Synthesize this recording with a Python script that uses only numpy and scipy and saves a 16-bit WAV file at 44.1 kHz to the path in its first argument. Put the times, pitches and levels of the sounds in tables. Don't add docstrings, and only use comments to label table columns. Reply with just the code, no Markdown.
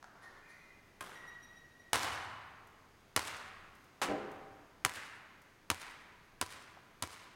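import sys
import numpy as np
from scipy import signal
from scipy.fft import rfft, irfft
from scipy.io import wavfile
from scipy.ndimage import uniform_filter1d

SR = 44100
rng = np.random.default_rng(int(sys.argv[2]) if len(sys.argv) > 2 else 0)


def store_wav(level_fs):
    pcm = np.round(np.clip(np.atleast_2d(level_fs), -1, 1) * 32767)
    wavfile.write(sys.argv[1], SR, pcm.T.astype(np.int16))


N = 324135
T = np.arange(int(2.2 * SR)) / SR
TOP_HZ = 16000

# f/Hz, relative level/dB
VENT_SPECTRUM = [(12, -19), (20, 8.5), (33, -14.5), (81, -6), (422, -9.5), (527, -14), (678, -12),
                 (780, -14.5), (1860, -17.5), (3530, -24), (6720, -29.5), (7310, -32), (14300, -36),
                 (16000, -37)]
# f/Hz, RMS level/dB
VENT_WHINES = [(4802, -91), (6481, -89)]
# f/Hz, t60/s, relative level/dB
HALL_BANDS = [(49.3, 0.83, -31), (111, 2.17, 3.5), (200, 1.34, 1.5), (420, 1.14, 5), (1040, 1.827, 1),
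              (2000, 1.63, 4), (3250, 1.234, 0.5), (5840, 0.8, 1), (9500, 0.73, -3.5), (16000, 0.55, 2)]
# t/s, relative level/dB
FINGER_FLICKS = [(.027, -17), (.042, -17.5)]
# t/s, relative level/dB
BRIGHT_TICKS = [(2.671, -45), (3.751, -45), (3.842, -47), (4.315, -42), (5.417, -44.5)]
# f/Hz, level/dB
TAP_SPECTRUM = [(80, -41), (450, -12), (740, 7), (1000, 3), (1400, 6), (2500, -16.5), (6000, -19),
                (10000, -33.5), (16000, -47)]
STEP_S, STEP_DB = 6.768, -32
# t/s, length/s, f/Hz, relative level/dB
SHOE_SQUEAKS = [(0.206, 0.066, 1800, -60.5), (.39, 0.14, 2430, -68), (.36, 0.39, 2010, -70)]
SHOE_OVERTONE_DB = -13
# multiple of the pitch, relative level/dB
SQUEAK_OVERTONES = [(2, -4.5), (3, -3.5), (4, -24), (5, -15), (6, -18.5), (7, -22)]
# t/s, length/s, relative level/dB, treble tilt/(dB per octave)
SOLE_SCUFFS = [(0.21, 0.052, -56, -2), (0.471, 0.066, -63.5, 0)]
# f/Hz, level/dB
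SCUFF_SPECTRUM = [(100, -25), (350, -4.5), (800, 4), (1400, 9), (2800, -7), (4000, 1), (6200, -5.5),
                  (8000, -9), (10000, 0), (13000, -14), (16000, -29)]
# f/Hz, level/dB
RIM_SPECTRUM = [(60, -8), (300, -2), (700, -2), (1150, 3.5), (1700, -0.5), (2100, -3), (2500, -7.5),
                (2900, -4.5), (3400, -4.5), (4500, -11.5), (7000, -11), (10000, -7), (16000, -24)]
# f/Hz, level/dB, t60/s
HOOP_MODES = [(1060, -41, 0.12), (1240, -45, 0.14), (1610, -49, 0.12), (2490, -49, 0.073),
              (3260, -50, 0.069)]
# t/s, relative level/dB, overtone level/dB
SPRING_CREAKS = [(1.146, -50.5, -11), (1.266, -50.5, -8.5), (1.42, -59.5, 2), (1.556, -58, -5),
                 (1.705, -66.5, -20), (1.787, -59, -7.5)]
CREAK_HZ, CREAK_S = 1916, 0.042
# t/s, strength/dB, distance/m, near-wall echo delay/s,
# resonance of that spot of floor f/Hz, lift of that resonance level/dB
FLOOR_BOUNCES = [(1.9316, 3, 6.2, .026, 790, 8), (3.1630, -2, 3.4, 0.031, 2300, 1.5),
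                 (4.8491, -6.5, 2.4, 0.046, 2000, 8.5), (5.7016, -9, 2.1, 0.044, 2240, 7),
                 (6.4132, -10, 2.4, .0505, 1150, -2), (7.0241, -11, 2.9, .0505, 1410, -5.5)]
# f/Hz, level/dB
SLAP_SPECTRUM = [(40, -12.5), (85, 10), (160, -3.5), (280, 1), (450, -1.5), (700, 2), (1100, 8),
                 (2400, 2.5), (4000, 3), (7000, 1), (9300, 3), (12000, -5.5), (16000, -12.5)]
# f/Hz, relative level/dB, t60/s
BALL_MODES = [(763, -44.5, 0.23), (989, -34, 0.14), (1680, -56, 0.38), (2280, -47, 0.17),
              (2960, -35.5, 0.077), (4880, -63, .06), (6350, -37.5, .06)]
# f/Hz, level/dB
NEAR_WALL_SPECTRUM = [(100, 4.5), (1000, 1.5), (5000, -0.5)]
# f/Hz, level/dB
WALL_HIT_SPECTRUM = [(50, -19), (150, -3), (400, 1), (700, 4.5), (1300, 5.5), (2000, -1), (3000, -2),
                     (5000, -8), (9000, -10), (16000, -27)]
# f/Hz, level/dB
WALL_BOOM_SPECTRUM = [(50, -4), (130, -2.5), (280, 4), (550, 4), (800, -0.5), (1100, -18), (2000, -15),
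                      (6000, -51)]
# f/Hz, relative level/dB, t60/s
PANEL_MODES = [(131, -30, 0.23), (183, -19, 0.31), (204, -4, 0.34), (293, 3.5, 0.44), (349, -8, 0.59),
               (393, -3, 0.32), (423, -5, 0.73), (493, 0, 0.22), (531, -5.5, 0.51), (607, -6, 0.43),
               (630, -7.5, 0.58), (710, -8, 0.3), (780, -2.5, 0.59), (812, -11.5, 1), (1006, -12, 0.59)]

NEAR_M, DIRECT_DB, DULLING_DB = 2.49, 4, 0.6
THUMP_DB, THINNING_DB = 1, 8.5
EARLY_DB, EARLY_RISE_DB = -5.5, 2.5
LIFT_OFF_DB, ECHO_DB, ROOF_DB = -8, 7, -12
SOUND_M_PER_S = 343


def undb(db):
    return 10 ** (np.asarray(db) / 20)


def unit(x):
    return x / np.sqrt(np.sum(x ** 2))


def fade(t60, delay=0):
    return (T >= delay) * np.exp(-np.log(1000) * np.maximum(T - delay, 0) / t60)


def add(out, s, x):
    i = max(int(s * SR), 0)
    out[i:i + len(x)] += x[:max(len(out) - i, 0)]


def shape(points, hz):
    f, v = np.transpose(points)
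    return np.interp(np.log(hz + 1), np.log(f), v)


def colour(x, points, tilt_db=0, peak_hz=1000, peak_db=0, bass_db=0, size=4096):
    hz = np.arange(size // 2 + 1) * SR / size + 1
    db = shape(points, hz)
    db = db + tilt_db * np.log2(np.maximum(hz, 400) / 2000)
    db = db + peak_db * np.exp(-(np.log2(hz / peak_hz) / 0.53) ** 2)
    db = db + bass_db / (1 + (hz / 270) ** 4)
    cepstrum = irfft(np.log(undb(db)))
    cepstrum[1:size // 2] *= 2
    cepstrum[size // 2 + 1:] = 0
    impulse = irfft(np.exp(rfft(cepstrum))).real
    return signal.fftconvolve(x, impulse)[:len(x)]


def burst(envelope, count=3):
    x = rng.standard_normal(len(T)) * envelope
    for _ in range(count):
        bins = rfft(x)
        flat = irfft(bins / (abs(bins) + 1e-12), len(T))
        x = flat * np.minimum(2 * envelope, 1)
    return unit(x)


def ring(modes):
    out = 0
    for hz, db, t60 in modes:
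        tone = np.sin(2 * np.pi * (hz * T + rng.random()))
        out = out + undb(db) * fade(t60) * tone
    return out


def ventilation():
    t = np.arange(N) / SR
    air = colour(rng.standard_normal(N), VENT_SPECTRUM)
    swell_db = .5 * np.interp(t, np.linspace(0, t[-1], 20), rng.standard_normal(20))
    whine = sum(undb(db) * np.sqrt(2) * np.sin(2 * np.pi * hz * t) for hz, db in VENT_WHINES)
    return undb(-64.5 + swell_db) * air / air.std() + whine


def ragged(grain):
    jumps = np.repeat(rng.standard_normal(len(T) // 64 + 1), 64)[:len(T)]
    return rng.standard_normal(len(T)) * np.exp(grain * jumps - grain ** 2)


def hall(x, early_db=-4, far_s=0.11, grain=0.29):
    bins = rfft(ragged(grain * fade(1.7)))
    hz = np.arange(len(bins)) * SR / len(T)
    centres = np.transpose(HALL_BANDS)[0]
    tail = 0
    for (_, t60, db), band in zip(HALL_BANDS, np.eye(len(HALL_BANDS))):
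        band_noise = irfft(bins * shape(np.c_[centres, band], hz), len(T))
        tail = tail + undb(db) * fade(t60) * band_noise
    onset = np.minimum(T / 0.0055, 1)
    arrival = onset * np.where(T < far_s, undb(early_db), 1)
    return signal.fftconvolve(x, tail * arrival / np.sqrt(SR / 10))[:len(x)]


def tap(t60, hall_db, tilt_db):
    x = colour(burst(fade(t60)), TAP_SPECTRUM, tilt_db)
    return x + undb(hall_db) * hall(x)


def touches():
    out = np.zeros(N)
    for s, db in FINGER_FLICKS:
        add(out, s, undb(db) * tap(t60=0.023, hall_db=3.0, tilt_db=2.5))
    for s, db in BRIGHT_TICKS:
        add(out, s, undb(db) * tap(t60=.06, hall_db=4.5, tilt_db=16))
    add(out, STEP_S, undb(STEP_DB) * tap(t60=0.092, hall_db=-15.0, tilt_db=-10.0))
    return out


def squeaks(rows, waver, size=150):
    out = np.zeros(N)
    for s, length, hz, db, overtone_db in rows:
        grip = uniform_filter1d(rng.standard_normal(len(T)), size=size)
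        pitch = hz * (1 + waver * grip / grip.std())
        phase = 2 * np.pi * np.cumsum(pitch)[T < length] / SR
        overtones = sum(undb(overtone_db + d) * np.sin(round(k) * phase) for k, d in SQUEAK_OVERTONES)
        tone = np.sin(phase) + overtones
        add(out, s, undb(db) * tone * np.sqrt(2 * np.hanning(len(tone))))
    return out


def scuffs():
    out = np.zeros(N)
    for s, length, db, tilt_db in SOLE_SCUFFS:
        rub = colour(rng.standard_normal(len(T)), SCUFF_SPECTRUM, tilt_db)[T < length]
        add(out, s, undb(db) * rub / rub.std() * np.hanning(len(rub)))
    return out


def rim():
    knock = colour(1. * (T == 0), RIM_SPECTRUM)
    rattle = colour(burst(fade(0.066)), RIM_SPECTRUM, peak_hz=1300, peak_db=2.7)
    out = undb(-21) * knock + undb(-10.5) * rattle + ring(HOOP_MODES)
    return out + undb(-5) * hall(knock, early_db=-1.0, grain=0.44)


def spring(twin_ratio=.97, twin_db=-3.5):
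    coil = [(s, CREAK_S, CREAK_HZ, db, overtone_db) for s, db, overtone_db in SPRING_CREAKS]
    twin = [(s, CREAK_S, CREAK_HZ * twin_ratio, db + twin_db, -np.inf) for s, db, _ in SPRING_CREAKS]
    return squeaks(coil + twin, waver=.008, size=30)


def bounce(strength_db, distance_m, echo_s, slap_hz, slap_db, contact_s=.0132):
    doublings = np.log2(distance_m / NEAR_M)
    tilt_db = -DULLING_DB * doublings
    bass_db = THUMP_DB - THINNING_DB * doublings
    click = 1. * (T == 0)
    flatten = burst(np.exp(-(T / .0028) ** 4) + .2 * fade(.03), count=6)
    slap = colour(unit(flatten + .5 * click), SLAP_SPECTRUM, tilt_db, slap_hz, slap_db, bass_db)
    snap = burst(np.exp(-abs(T - contact_s) / 0.00098))
    lift = undb(LIFT_OFF_DB) * colour(snap, SLAP_SPECTRUM, tilt_db - 4.0, 1300, 4.7, bass_db)
    shudder = undb(-4) * colour(burst(fade(0.17)), SLAP_SPECTRUM, tilt_db - 3.0, 340, 3.3, bass_db)
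    air = ring(BALL_MODES)
    direct_gain = undb(DIRECT_DB) * NEAR_M / distance_m
    out = direct_gain * (slap + lift + shudder + undb(-1.5) * air)
    crack = colour(click, SLAP_SPECTRUM, tilt_db - .6, slap_hz, 0.49 * slap_db, bass_db=-4)
    early_db = EARLY_DB + EARLY_RISE_DB * doublings
    out += hall(crack + undb(-7) * air, early_db=early_db, grain=0.4)
    echo = colour(crack + .5 * slap + lift, NEAR_WALL_SPECTRUM)
    detour_m = SOUND_M_PER_S * echo_s
    add(out, echo_s, undb(ECHO_DB) / detour_m * echo)
    return undb(strength_db) * (out + undb(ROOF_DB) * roof(tilt_db))


def roof(tilt_db, trip_s=0.1025, loss_db=-11.0, count=3):
    out = np.zeros(len(T))
    for trip in range(count):
        beams = np.exp(-((T - trip_s * (trip + 1) - .004) / 0.018) ** 2)
        out += undb(trip * loss_db) * unit(beams * ragged(0.58))
    return colour(out, SLAP_SPECTRUM, tilt_db - .9, 2600, 2.8, bass_db=-10)


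def wall():
    rattle = undb(-12.0) * burst(fade(0.019))
    rattle = rattle + undb(2.5) * burst(fade(0.2))
    rattle = rattle + undb(-3) * burst(fade(0.29, delay=0.016))
    hit = colour(rattle, WALL_HIT_SPECTRUM)
    click = 1. * (T == 0)
    crack = colour(click, WALL_HIT_SPECTRUM, tilt_db=-1.64)
    out = hit + undb(-2.0) * hall(crack, early_db=3.5)
    boom = colour(burst(fade(0.34)), WALL_BOOM_SPECTRUM)
    panel = undb(-35.5) * ring(PANEL_MODES) * (1 - fade(.1))
    thud = colour(click, WALL_BOOM_SPECTRUM)
    boom_in_hall = hall(thud + panel / 4, early_db=0)
    add(out, .066, undb(0.5) * boom + panel + undb(2.0) * boom_in_hall)
    return out


def scene():
    out = ventilation()
    out += touches()
    shoe_rows = [(*row, SHOE_OVERTONE_DB) for row in SHOE_SQUEAKS]
    shoes = squeaks(shoe_rows, waver=.034) + scuffs()
    out += undb(-3.5) * shoes + undb(5.5) * hall(shoes, early_db=-2.5)
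    add(out, 1.0078, rim())
    creaks = spring()
    out += undb(-3.0) * creaks + undb(-3) * hall(creaks, early_db=1.5)
    for s, *blow in FLOOR_BOUNCES:
        add(out, s, bounce(*blow))
    add(out, 4.0162, wall())
    return out[None]


def record(dry):
    return signal.sosfilt(signal.ellip(8, .2, 70, TOP_HZ, fs=SR, output="sos"), dry)


dry = scene()
out = record(dry)
store_wav(out)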